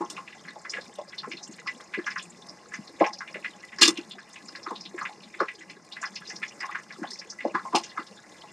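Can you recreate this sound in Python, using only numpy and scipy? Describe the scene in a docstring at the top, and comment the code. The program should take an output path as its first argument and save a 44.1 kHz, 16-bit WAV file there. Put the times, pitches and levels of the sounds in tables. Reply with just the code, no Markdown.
"""Steam bubbles burst in frying oil under the closed lid of a pot, close to a small microphone.
Each burst is a flurry of clicks in a pitch range of its own that rings in the pot, with froth around it.
A few big ones splash oil on the lid and make the pot shudder. Underneath are many small bursts,
a steady sizzle and a wavering low rumble; the table under the pot adds a faint, short echo."""
import sys
import numpy as np
from scipy import signal
from scipy.fft import rfft, irfft
from scipy.io import wavfile
from scipy.ndimage import uniform_filter1d

SR = 44100
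rng = np.random.default_rng(int(sys.argv[2]) if len(sys.argv) > 2 else 0)


def unload_wav(signal):
    """Save mono or channel-first audio to the path in sys.argv[1] as 16-bit WAV at rate SR, clipped to [-1, 1]."""
    wavfile.write(
        sys.argv[1],
        SR,
        np.round(np.clip(np.atleast_2d(signal).T, -1, 1) * 32767).astype(np.int16),
    )


N = 375732

# Steam bubbles that burst. Each row: start in seconds, level in dB, pitch in Hz.
STEAM_POPS = [(0.004, -28.5, 363), (0.006, -29, 923), (0.164, -39, 2500), (0.175, -36.5, 1120),
              (0.273, -40, 2420), (0.321, -44.5, 2100), (0.446, -47, 1630), (0.475, -38.5, 1730),
              (0.478, -47.5, 4100), (0.554, -39.5, 665), (0.646, -37.5, 1670), (0.693, -33, 5440),
              (0.702, -46, 7340), (0.733, -31, 2050), (0.763, -32.5, 1720), (0.778, -38, 520),
              (0.805, -46.5, 4170), (0.983, -31.5, 610), (1.08, -46.5, 4900), (1.124, -40, 2000),
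              (1.178, -33, 4070), (1.23, -35, 1316), (1.27, -37.5, 347), (1.312, -35, 2390),
              (1.314, -42.5, 5140), (1.33, -43, 346), (1.368, -41.5, 3980), (1.426, -38.5, 5800),
              (1.444, -46, 5940), (1.486, -41, 306), (1.581, -44.5, 2000), (1.657, -37.5, 1210),
              (1.667, -38.5, 4900), (1.671, -29, 2000), (1.796, -43.5, 1530), (1.935, -28.5, 2000),
              (1.972, -29, 334), (1.985, -36.5, 1700), (2.059, -41, 5800), (2.062, -26.5, 1640),
              (2.103, -41.5, 5100), (2.106, -38, 2000), (2.158, -29.5, 1620), (2.176, -38.5, 5200),
              (2.19, -37.5, 3040), (2.222, -44.5, 7500), (2.484, -40.5, 5180), (2.715, -41.5, 1770),
              (2.734, -33, 1840), (2.735, -42.5, 5750), (2.781, -35.5, 201), (2.874, -48.5, 4500),
              (2.997, -33.5, 2080), (3.008, -18, 320), (3.006, -14.5, 596), (3.015, -21, 870),
              (3.037, -28.5, 2050), (3.059, -27, 830), (3.059, -39.5, 5640), (3.127, -37.5, 4880),
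              (3.182, -41, 5260), (3.205, -34.5, 1490), (3.272, -41, 2280), (3.341, -35, 1990),
              (3.351, -38, 493), (3.442, -30, 2000), (3.627, -41.5, 1990), (3.717, -41, 2000),
              (3.783, -36, 5220), (3.783, -36.5, 1570), (3.831, -14.5, 2980), (3.874, -22, 299),
              (3.968, -34, 2670), (3.98, -31.5, 302), (4.107, -38.5, 3340), (4.182, -42.5, 1630),
              (4.327, -50, 7200), (4.356, -42.5, 2520), (4.481, -40, 4970), (4.547, -38, 1790),
              (4.554, -41.5, 4580), (4.627, -42.5, 5220), (4.661, -38.5, 368), (4.66, -32, 1300),
              (4.701, -31, 946), (4.709, -35.5, 347), (4.754, -39.5, 3640), (4.806, -39, 5150),
              (4.851, -40, 3570), (4.936, -34.5, 368), (4.976, -33, 1780), (5.008, -29.5, 1200),
              (5.05, -30.5, 2000), (5.09, -42.5, 813), (5.23, -48.5, 3800), (5.338, -40, 2130),
              (5.397, -20, 1224), (5.399, -46.5, 5050), (5.406, -24, 473), (5.481, -32, 2000),
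              (5.605, -43.5, 1970), (5.696, -42, 2270), (5.697, -47, 4950), (5.921, -39, 3830),
              (5.962, -37, 1840), (6.013, -41, 6840), (6.025, -28.5, 1530), (6.052, -37, 5040),
              (6.154, -34.5, 5000), (6.156, -40, 2700), (6.211, -45, 1600), (6.271, -40, 5200),
              (6.293, -38, 5530), (6.299, -40, 2000), (6.355, -38, 5130), (6.424, -27.5, 2000),
              (6.476, -44.5, 5760), (6.599, -37.5, 4940), (6.602, -36, 1760), (6.624, -33.5, 1776),
              (6.631, -32, 955), (6.686, -33.5, 1200), (6.709, -37.5, 1900), (6.746, -27.5, 1650),
              (6.9, -40, 1770), (6.922, -47, 4800), (6.982, -40, 308), (7.015, -30.5, 256),
              (7.029, -36, 1530), (7.033, -33.5, 694), (7.07, -49, 4230), (7.103, -38.5, 4800),
              (7.104, -47.5, 8260), (7.129, -37.5, 5400), (7.185, -37, 5170), (7.211, -44, 2000),
              (7.297, -36, 5700), (7.385, -37, 2000), (7.401, -34.5, 2000), (7.448, -26.5, 313),
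              (7.447, -21.5, 550), (7.54, -32, 334), (7.544, -21, 1230), (7.648, -34, 820),
              (7.725, -27, 1000), (7.734, -24, 325), (7.744, -29, 365), (7.742, -18.5, 844),
              (7.75, -26.5, 2800), (7.784, -43, 775), (7.832, -39.5, 6170), (7.834, -43.5, 3040),
              (7.857, -48, 5100), (7.892, -46.5, 4270), (7.972, -27, 1300), (7.98, -39.5, 318),
              (8.169, -51, 3700), (8.43, -45, 765)]
# Oil thrown on the lid. Each row: start in seconds, level in dB, pitch in Hz, length in ms.
LID_SPLASHES = [(0.099, -36.5, 7940, 10.6), (3.808, -9.5, 4540, 30), (3.876, -16, 6200, 12),
                (3.972, -42, 6400, 9.9), (7.746, -24.5, 5050, 18.7)]
# The pot's air and metal. Each row: resonance in Hz, width in Hz, level in dB over the broad response.
POT_MODES = [(194.4, 56, 16.5), (334, 48, 11.5), (610, 980, 4.5), (833.6, 20, 14), (1056, 46, 17),
             (1670, 65, 8.5), (2000, 65, 11.5), (2420, 430, 0.5), (2784, 14.5, 8), (3280, 134, -16),
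             (3457, 39, 8.5), (3613, 42, 8.5), (3880, 26, 7), (4195, 120, 7.5), (4680, 15, 5.5),
             (5030, 325, 7), (5420, 27, 9), (6180, 106, 4.5), (6890, 53, 6.5), (7200, 83, 2.5),
             (8200, 104, 3.5), (8830, 17, 3)]
# How wide a pop's band is. Each row: pitch in Hz, width as a ratio of the pitch.
BREADTH_BY_PITCH = [(330, 1), (1200, 1), (2500, 1), (5500, 0.59), (10000, 0.9)]


def amp(db):
    """Gain of a dB value."""
    return 10 ** (np.asarray(db) / 20)


def at_hz(points, hz):
    """A curve read on a log-frequency axis."""
    point_hz, values = np.transpose(points)
    return np.interp(np.log(hz), np.log(point_hz), values)


def bins(size):
    """Frequencies in Hz of an FFT of that size."""
    return np.maximum(np.arange(size // 2 + 1) * SR / size, 1)


def band(f, hz, width_hz):
    """Response of a resonance, 1 at its peak."""
    return 1 / (1 + 1j * (f - hz * hz / f) / width_hz)


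def drift(rate_hz):
    """A slow random wander with a spread of 1."""
    hop, settle = 40, 2000
    pole = np.exp(-2 * np.pi * rate_hz * hop / SR)
    noise = rng.standard_normal(N // hop + settle + 2)
    slow = signal.lfilter([1], [1, -2 * pole, pole * pole], noise)[settle:]
    return np.interp(np.arange(N) / hop, np.arange(len(slow)), slow / slow.std())


def pot(f, boost_db=0, lid_cut_hz=8730):
    """The closed pot: resonances, at least 25 Hz wide, on a broad response; the lid muffles the top."""
    hz, width, db = np.transpose(POT_MODES)
    rings = 1 + amp(db + boost_db) @ band(f, hz[:, None], np.maximum(width, 25)[:, None])
    return rings / (1 + 1.2j * f / lid_cut_hz - (f / lid_cut_hz) ** 2) ** 2


def bursts(rows, breadth, rise, grain_db, sputter_db, fade_db, ring_db=0, size=8192):
    """Flurries of uneven clicks that swell, sputter and die, coloured by their pitch and by the pot."""
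    start_s, db, hz, ms = np.transpose(rows)[:, :, None]
    t, f = np.arange(size // 2) * 1000 / SR / ms, bins(size)   # t and rise are in burst lengths
    noise, grain, chance = rng.standard_normal((len(rows), 3, size // 2)).swapaxes(0, 1)
    lumps = uniform_filter1d(uniform_filter1d(chance, size=130), size=130)   # a few ms each
    clicks = noise * amp(grain_db * grain + sputter_db * lumps / lumps.std())
    own_rise = rise * amp(2.5 * chance[:, :1])   # some bursts crack, others swell
    swell = 1 - np.exp(-(t / own_rise) ** 2)
    flurry = clicks * swell * amp(-9.5 * t - fade_db * t * t)
    body = band(f, hz, breadth * hz) ** 4
    bubble_note = amp(-5) * band(f, hz, 0.12 * hz)
    spray = amp(-27) * f / (f + hz) / (1 + (f / hz / 6.7) ** 2) ** 2   # reaches far above the pitch
    ring = pot(f, ring_db + 3 * grain[:, -len(POT_MODES):])   # each burst excites the modes differently
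    sound = irfft(rfft(flurry, size) * (body * (1 + bubble_note) + spray) * ring, size)
    peak_power = uniform_filter1d(sound ** 2, size=350).max(axis=1, keepdims=True)   # loudest 8 ms
    sound *= amp(db) / np.sqrt(peak_power)
    out = np.zeros(N + size)
    for start, burst in zip(np.clip(start_s[:, 0] * SR, 0, N).astype(int), sound):
        out[start:start + size] += burst
    return out[:N]


def sizzle_and_port_noise(level_db):
    """Countless tiny bubbles: flickering noise through the pot. The microphone ports add their own."""
    # The sizzle before the pot colours it. Each row: frequency in Hz, relative density in dB.
    sizzle_colour = [(30, -22), (106, -17), (192, -9), (273, -10.5), (739, -10), (1490, -16.5), (2000, -15),
                     (3140, -29.5), (5040, -18.5), (7150, -19), (10000, -23), (15500, -32)]
    # Noise of the ports. Each row: frequency in Hz, density in dB on the sizzle's scale.
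    port_colour = [(30, -36), (60, -44), (200, -6.5), (700, -23.5), (4000, -62), (10000, -57)]
    f = bins(N)
    spectrum = rfft(rng.standard_normal(N)) * amp(at_hz(sizzle_colour, f)) * np.abs(pot(f)) ** 0.9
    port_noise = irfft(rfft(rng.standard_normal(N)) * amp(at_hz(port_colour, f)), N)
    gain = amp(level_db) / irfft(spectrum, N).std()
    edges_hz = [0, 140, 280, 600, 1300, 2600, 4200, 6500, SR]
    common_db, sizzle = 1.2 * drift(3.0), 0
    for low, high in zip(edges_hz, edges_hz[1:]):
        flicker_db = 2.5 if low == 140 else 1.2   # the rumble near the lowest resonance wavers most
        part = irfft(spectrum * (f >= low) * (f < high), N)
        sizzle += part * amp(common_db + flicker_db * drift(5.0))
    return gain * sizzle, gain * port_noise


def small_bursts(count, low_hz, pitch_span_db, least_db, spread_db, ms, breadth=0.45):
    """Faint bubbles of random pitch and length; about a third trail the pops, the rest fall anywhere."""
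    when, loud, pitch, length, parent, lag, trails = rng.random((count, 7)).T
    pop_s = np.array(STEAM_POPS)[(parent * len(STEAM_POPS)).astype(int), 0]
    trailing_s = pop_s - 0.077 * np.log(1 - lag)   # 77 ms later on average
    start_s = np.where(trails < 0.35, trailing_s, when * N / SR)
    level_db = least_db - spread_db * np.log(1 - 0.95 * loud)
    rows = np.transpose([start_s, level_db, low_hz * amp(pitch_span_db * pitch), ms * (0.19 + length)])
    return bursts(rows, breadth, rise=0.67, grain_db=3.5, sputter_db=1.0, fade_db=5.5, size=4096)


def froth(rows):
    """Froth around each pop: a murmur before it and a soft bubbling after, both slightly higher."""
    # Each row: delay in pop lengths, level in dB relative to the pop, pitch ratio, length ratio.
    froth_layers = [(-0.79, -17, 1.08, 2.1), (0.7, -16, 1.07, 1.5)]
    bubbles = np.array([(s + lag * ms / 1000, db + offset_db, hz * higher, ms * longer)
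                        for s, db, hz, ms in rows for lag, offset_db, higher, longer in froth_layers])
    breadth = at_hz(BREADTH_BY_PITCH, bubbles[:, 2:3])
    return bursts(bubbles, breadth, rise=0.44, grain_db=3.5, sputter_db=5.0, fade_db=3.0)


def oil_splashes():
    """Oil hits the lid: a bright, broad hiss that sets the pot ringing hard."""
    return bursts(LID_SPLASHES, breadth=2.75, rise=0.21, grain_db=1.5, sputter_db=3.5, fade_db=0.2,
                  ring_db=22.0)


def shudder_rows():
    """The pot shudders under each splash: burst rows for a few lower, longer pops."""
    # Each row: pitch in Hz, level in dB relative to the splash, length in splash lengths.
    shudder = [(320, -13, 1.5), (1200, -13.5, 1.5), (2500, -28.5, 2.8)]
    return [(s, db + offset_db, hz, ms * longer)
            for s, db, _, ms in LID_SPLASHES for hz, offset_db, longer in shudder]


def pop_rows():
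    """Burst rows for the steam bubbles, each as long as its pitch dictates."""
    # Each row: pitch in Hz, length in ms.
    length_by_pitch = [(330, 15.3), (500, 17), (1000, 24), (2000, 20), (5500, 15)]
    return [(s, db, hz, at_hz(length_by_pitch, hz)) for s, db, hz in STEAM_POPS]


def steam_pops(rows):
    """Steam bubbles burst one by one, each with a quick attack and a grainy tail."""
    # Each row: pitch in Hz, swell time in burst lengths.
    rise_by_pitch = [(330, 0.16), (1200, 0.16), (2500, 0.17), (6000, 0.26)]
    hz = np.array(rows)[:, 2:3]
    breadth, rise = at_hz(BREADTH_BY_PITCH, hz), at_hz(rise_by_pitch, hz)
    return bursts(rows, breadth, rise, grain_db=3.0, sputter_db=2.0, fade_db=1.0)


def microphone(sound, port_noise):
    """The two ports differ a little in colour; table echo and port noise reach them in opposite phase."""
    # Each row: frequency in Hz, level of left over right in dB.
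    balance = [(60, 5), (170, 3), (500, 0.4), (1200, 0.9), (2200, 0), (3600, 0.5), (4600, 1.5),
               (5500, -1.3), (6500, 1), (8000, -0.5), (10000, -0.5)]
    mid, f = rfft(sound), bins(N)
    tilt = amp(at_hz(balance, f) / 2)
    echo_colour = amp(-18.5) * band(f, 3720, 1200) ** 2 + amp(-39) * band(f, 4700, 2500) ** 2
    table_echo = echo_colour * np.exp(-2j * np.pi * f * 0.00057)   # 0.57 ms late
    left = irfft(mid * (tilt + table_echo), N) + port_noise
    right = irfft(mid * (1 / tilt - table_echo), N) - port_noise
    return np.array([left, right])


def scene():
    """The frying pot stands straight in front of the microphone."""
    sizzle, port_noise = sizzle_and_port_noise(level_db=-53)
    rows = pop_rows() + shudder_rows()
    foreground = steam_pops(rows) + oil_splashes() + froth(rows)
    spits = small_bursts(1000, low_hz=1300, pitch_span_db=15.5, least_db=-64, spread_db=5.5, ms=13.4)
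    droplets = small_bursts(260, low_hz=4000, pitch_span_db=8, least_db=-65, spread_db=4.5, ms=11,
                            breadth=1.7)
    glugs = small_bursts(90, low_hz=173.8, pitch_span_db=13.5, least_db=-51.5, spread_db=0, ms=28)
    return microphone(sizzle + spits + droplets + glugs + foreground, port_noise)


def record(dry):
    """Peaks are rounded near full scale; the deepest bass and the very top are cut."""
    ceiling, low_cut_hz, high_cut_hz = 1.1, 42.0, 16000
    rounded = ceiling * np.tanh(dry / ceiling)
    trimmed = signal.sosfilt(signal.butter(2, low_cut_hz, "high", fs=SR, output="sos"), rounded)
    return signal.sosfilt(signal.cheby2(12, 70, high_cut_hz, fs=SR, output="sos"), trimmed)


dry = scene()
out = record(dry)
unload_wav(out)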